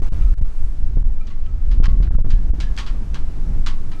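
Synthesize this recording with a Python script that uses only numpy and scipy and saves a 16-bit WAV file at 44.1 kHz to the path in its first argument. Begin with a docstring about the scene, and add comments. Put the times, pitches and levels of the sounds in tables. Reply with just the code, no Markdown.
"""Moored boats work at their lines beside a flooded wooden dock, ripples hissing over the planks.
Wind rumbles on the microphone from the start; its hardest buffets pin the capsule and choke all else.
After a second, gear begins to clack against a boat in quick clusters, and halyards ping on the masts.
The biggest gust comes around two seconds, with a run of buffets and a few small dry ticks.
As it eases, the loudest clacks stand out over the water."""
import sys
import numpy as np
from scipy import signal
from scipy.fft import rfft, irfft
from scipy.io import wavfile
from scipy.ndimage import uniform_filter1d

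SR = 44100
rng = np.random.default_rng(int(sys.argv[2]) if len(sys.argv) > 2 else 0)


def pcm_store(signal):
    """Save signal as 16-bit PCM."""
    levels = np.round(np.clip(np.atleast_2d(signal), -1, 1) * 32767)
    wavfile.write(sys.argv[1], SR, levels.astype(np.int16).T)


N = 176400

# rides for the ripple wash, breeze hiss, deep wind rumble and flutter above it (time [s], level [dB])
WASH_RIDE = [(0, -43), (.3, -48), (.5, -48.5), (.68, -49), (1.15, -51), (1.65, -51.5), (2.2, -49.5),
             (2.7, -45.5), (3.1, -48.5), (3.55, -45.5), (4, -47.5)]
HISS_RIDE = [(0, -68.5), (.45, -70), (.66, -65), (.85, -75), (1.6, -79), (2.4, -74), (3.1, -70.5),
             (3.6, -68.5), (4, -66)]
RUMBLE_RIDE = [(0, -14), (.3, -14), (.47, -21), (.56, -38), (.65, -11.5), (.75, -31), (1.0, -11.5),
               (1.14, -21.5), (1.22, -25), (1.36, -34), (1.45, -17), (1.75, -11.5), (2.05, -8.5),
               (2.5, -15), (2.85, -22.5), (3.02, -21), (3.35, -28.5), (3.57, -16), (3.8, -32), (4, -45.5)]
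FLUTTER_RIDE = [(0, -35), (.2, -34.5), (.52, -45.5), (.65, -41.5), (1.0, -35.5), (1.38, -41.5),
                (1.62, -37.5), (1.8, -29.5), (2.0, -29), (2.58, -34), (2.8, -37.5), (3.5, -32.5),
                (4, -36.5)]
# EQ curves of the noise layers; sway is the slowest eddies (frequency [Hz], relative level [dB])
WASH_EQ = [(200, 14), (700, 5), (1200, 2.5), (1900, -2.5), (2500, -5), (3300, -8.5), (6000, -11),
           (9000, -20), (10500, -23.5), (15800, -33.5)]
HISS_EQ = [(3000, -21.5), (6000, -0.5), (9000, 3), (10500, -4.5), (15800, -11.5)]
SWAY_EQ = [(4, -4), (9, 5), (14, 5), (19, -4.5), (40, -76.5)]
RUMBLE_EQ = [(10, -25), (20, -1), (32, -1), (52, -7), (75, -18), (110, -33), (200, -58)]
FLUTTER_EQ = [(35, -2), (70, -0.5), (120, -3.5), (200, -9.5), (300, -15), (450, -27.5), (800, -35.5),
              (2500, -62)]
CLACK_EQ = [(200, -9), (650, -4.5), (950, 4.5), (1250, 7.5), (1450, 4), (1900, 3.5), (2400, 2.5),
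            (3200, 1.5), (4500, -1.5), (6500, -10.5), (9000, -22.5), (11000, -35.5), (15000, -48)]
# small dry ticks (time [s], level [dB], centre [Hz])
TICK_CUES = [(0.22, -46.5, 2830), (.334, -46.5, 1580), (1.027, -41.5, 1130), (1.461, -48, 3120),
             (2.074, -46, 1710), (2.119, -44.5, 1440), (2.148, -42, 1320), (2.258, -43, 1110)]
# soft puffs of wind (time [s], level [dB])
PUFF_CUES = [(1.986, -26.5), (2.53, -23.5), (2.579, -20), (3.006, -20)]
# buffets that pin the capsule (middle [s], length [s], direction [1 push, -1 pull], release thump [dB])
BUFFET_CUES = [(.012, 0.014, 1, -11), (0.107, 0.028, 1, -10), (0.36, 0.027, 1, -18.5),
               (0.405, 0.014, 1, -10), (.438, .012, -1, -16.5), (0.968, 0.0062, -1, -6),
               (1.037, 0.0067, -1, -16), (1.795, 0.013, -1, -4.5), (1.817, 0.013, 1, -11),
               (1.879, 0.0042, -1, -3.5), (1.999, 0.0072, -1, -4.5), (2.099, 0.017, -1, -8),
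               (2.174, 0.022, -1, -6.5), (2.232, 0.027, -1, -8.5), (2.523, 0.023, -1, -10)]
# halyards striking masts (time [s], level [dB], pitch [Hz], ring t60 [s], overtone trim [dB])
PING_CUES = [(0.222, -52, 1293, 0.61, -12), (1.207, -53.5, 1296, 0.22, 0.5),
             (1.303, -53.5, 1108, 0.37, -3.5), (1.458, -52, 1292, 0.25, -13), (1.861, -40, 1105, 0.22, -6),
             (2.322, -53, 1677, 0.4, -11), (2.629, -45.5, 1695, 0.23, -6), (2.793, -41.5, 1106, .36, -14),
             (3.669, -40.5, 1112, 0.3, -13), (3.932, -51, 1296, 0.34, -5)]
# mast modes, the lowest two a beating pair (frequency [x pitch], level [dB], decay [x ring t60])
MAST_MODES = [(1, 0, 1.5), (1.013, -4, 1.6), (1.809, -1.5, 0.57), (1.85, 2.5, 0.93), (2.95, -16, 0.21)]
# gear hitting the boat (time [s], relative level [dB], tilt [dB/octave], crack over clatter [dB])
CLACK_CUES = [(0.124, -49, 1, -7), (1.269, -42.5, 2.5, 9), (1.302, -46.5, 1, 6), (1.712, -38.5, 2, -6),
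              (1.833, -32.5, -2, 4), (1.841, -33, 1, 9), (1.857, -37, 0.5, 20), (1.868, -48, -1, 21),
              (2.026, -38.5, 0, 0), (2.303, -35.5, 3, -1), (2.602, -29.5, 3.5, 6.5), (2.766, -52.5, 9, 24),
              (2.776, -27.5, 1.5, 9), (2.784, -27.5, 4.5, -6), (2.792, -33, -1, 11), (2.863, -34.5, 2.5, 3),
              (2.873, -36, -1.5, -2), (3.144, -36.5, 4.5, 13.5), (3.152, -32.5, -4, -3),
              (3.663, -30.5, 5, 10.5), (3.668, -26.5, 1.5, 9), (3.916, -38.5, -0.5, 9), (3.986, -54, 2, 6)]
# gear modes, shared by all hits (frequency [Hz], level [dB], t60 [s])
GEAR_MODES = [(hz, -13, .15) for hz in (977, 1397, 1594, 2853, 3030, 3190, 3380, 3940, 4676)]

CAPSULE_LIMIT = 0.77  # share of full scale


def undb(db):
    """Decibels to gain."""
    return 10 ** (np.asarray(db) / 20)


def ride(points):
    """A fader ride: gain over time through (time [s], level [dB]) points."""
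    return undb(np.interp(np.arange(N) / SR, *np.array(points).T))


def noise(eq, tilt_db=0, size=N):
    """Noise of rms 1 through an EQ curve, tilted per octave; nothing above the last point."""
    octave = np.log2(np.maximum(np.fft.rfftfreq(size, 1 / SR), 1))
    hz, db = np.array(eq).T
    gain = undb(np.interp(octave, np.log2(hz), db, right=-np.inf) + tilt_db * octave)
    y = irfft(rfft(rng.standard_normal(size)) * gain, size)
    return y / y.std()


def drift(rate_hz):
    """A smooth random wobble with a spread near 1."""
    hold = int(SR / rate_hz)
    steps = np.repeat(rng.standard_normal(N // hold + 1), hold)
    return uniform_filter1d(steps, hold)[:N]


def fade(t, t60, rise_s=0.00015):
    """A quick attack, then a tail that falls 60 dB in t60 seconds."""
    return (1 - np.exp(-t / rise_s)) ** 2 * np.exp(-np.log(1000) * t / t60)


def ring(modes, t):
    """Decaying modes, balanced a little differently on each hit."""
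    out = np.zeros(len(t))
    for hz, db, t60 in modes:
        gain = undb(db + 0.66 * rng.standard_normal())
        out += gain * fade(t, t60) * np.sin(2 * np.pi * (hz * t + rng.random()))
    return out


def add(out, start, sound):
    """Mix a sound in at its cue."""
    i = max(int(start * SR), 0)
    out[i:i + len(sound)] += sound[:max(N - i, 0)]


def saturate(x, limit, hardness):
    """Clean up to a flat ceiling with a rounded knee."""
    return x / (1 + np.abs(x / limit) ** hardness) ** (1 / hardness)


def ripples_and_breeze():
    """The bed: a soft wash of ripples and the fine hiss of the breeze, wavering together."""
    wash = noise(WASH_EQ) * ride(WASH_RIDE)
    hiss = noise(HISS_EQ) * ride(HISS_RIDE)
    return (wash + hiss) * undb(1.1 * drift(rate_hz=2.6))


def ticks():
    """Tiny dry ticks, each a burst of noise around its own pitch."""
    out, t = np.zeros(N), np.arange(2 ** 12) / SR
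    for start, db, hz in TICK_CUES:
        eq = [(hz / 4, -55), (hz / 2, -13.75), (hz, 0), (hz * 2, -27.5), (hz * 4, -55)]
        add(out, start, undb(db) * noise(eq, size=len(t)) * fade(t, t60=0.043, rise_s=0.00043))
    return out


def wind_puffs():
    """Short eddies that bump the microphone, softer than the buffets."""
    out, t = np.zeros(N), np.arange(2 ** 14) / SR
    for start, db in PUFF_CUES:
        add(out, start, undb(db) * noise(FLUTTER_EQ, size=len(t)) * fade(t, t60=0.17, rise_s=0.0054))
    return out


def wind_eddies():
    """Eddies on the microphone: a sway more felt than heard, a deep rumble and a flutter on top."""
    sway = noise(SWAY_EQ) * undb(-10.5)
    rumble = noise(RUMBLE_EQ) * ride(RUMBLE_RIDE) * undb(1.5)
    flutter = noise(FLUTTER_EQ) * ride(FLUTTER_RIDE) * undb(1 + 1.94 * drift(rate_hz=25.29))
    return saturate(sway + rumble, 0.8 * CAPSULE_LIMIT, hardness=6) + flutter


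def wind_buffets(air):
    """Each buffet holds the pressure just past the capsule's limit, then lets go, thumps and churns."""
    t = np.arange(N) / SR
    attack_s, release_s, thump_s = 0.012, 0.022, 0.0046
    held_pressure = 1.078 * CAPSULE_LIMIT
    churn = undb(-20) * noise(FLUTTER_EQ, tilt_db=3.5)
    for middle, length, direction, thump_db in BUFFET_CUES:
        before = np.maximum(middle - length / 2 - t, 0)
        after = np.maximum(t - middle - length / 2, 0)
        grip = np.cos(np.pi / 2 * np.minimum(before / attack_s + after / release_s, 1)) ** 2
        thump = after / thump_s * np.exp(1 - after / thump_s)
        rebound = undb(thump_db) * (thump + churn * fade(after, t60=0.066))
        air = air + grip * (direction * held_pressure - air) - direction * rebound
    return air


def halyard_pings():
    """A halyard's light tick sets a mast ringing at its own pitch, some hits brighter than others."""
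    out, t = np.zeros(N), np.arange(2 ** 15) / SR
    for start, db, pitch_hz, t60, overtone_db in PING_CUES:
        modes = [(pitch_hz * ratio, level + overtone_db * (round(ratio) > 1), t60 * decay)
                 for ratio, level, decay in MAST_MODES]
        tick = undb(-2) * noise(CLACK_EQ, size=len(t)) * fade(t, t60=0.05)
        add(out, start, undb(db) * (ring(modes, t) + tick))
    return out


def gear_clacks():
    """Gear hits the boat: a sharp crack, a short ring and a dense clatter whose treble dies first."""
    out, t = np.zeros(N), np.arange(2 ** 15) / SR
    pivot_hz, pivot_t60, treble_damping, trim_db = 2000, 0.2, 0.13, -4.5
    octave = np.log2(np.maximum(np.fft.rfftfreq(len(t), 1 / SR), 1) / pivot_hz)
    bands = np.arange(-2, 3)  # octaves from the pivot
    for start, db, tilt_db, crack_db in CLACK_CUES:
        spectrum = rfft(noise(CLACK_EQ, tilt_db, size=len(t)))
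        clatter = np.zeros(len(t))
        for k in bands:
            band = irfft(spectrum * np.interp(octave, bands, bands == k))
            band_t60 = pivot_t60 / 2 ** (k * treble_damping)
            clatter += band * fade(t, band_t60, rise_s=0.00093)  # blooms just behind the crack
        crack = undb(crack_db) * noise(CLACK_EQ, tilt_db, size=len(t)) * fade(t, t60=0.011)
        modes = [(hz, level + tilt_db / 2 * np.log2(hz / pivot_hz), t60)
                 for hz, level, t60 in GEAR_MODES]
        add(out, start, undb(db + trim_db) * (clatter + ring(modes, t) + crack))
    return out


def scene():
    """The mono mix of everything that reaches the microphone."""
    wind = wind_buffets(wind_eddies()) + wind_puffs()
    boats = gear_clacks() + halyard_pings()
    return (wind + boats + ticks() + ripples_and_breeze())[None]


def record(dry):
    """The capsule saturates, a low cut lets pinned stretches sag, peaks are capped and the top is cut."""
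    low_cut = signal.butter(2, 12.8, "high", fs=SR, output="sos")
    high_cut = signal.ellip(8, 0.2, 70, 15800, fs=SR, output="sos")
    pinned = saturate(dry, CAPSULE_LIMIT, hardness=40)
    sagging = signal.sosfilt(low_cut, pinned - pinned[:, :1])  # start from zero, without a click
    return signal.sosfilt(high_cut, saturate(sagging, limit=0.71, hardness=12))


dry = scene()
out = record(dry)
pcm_store(out)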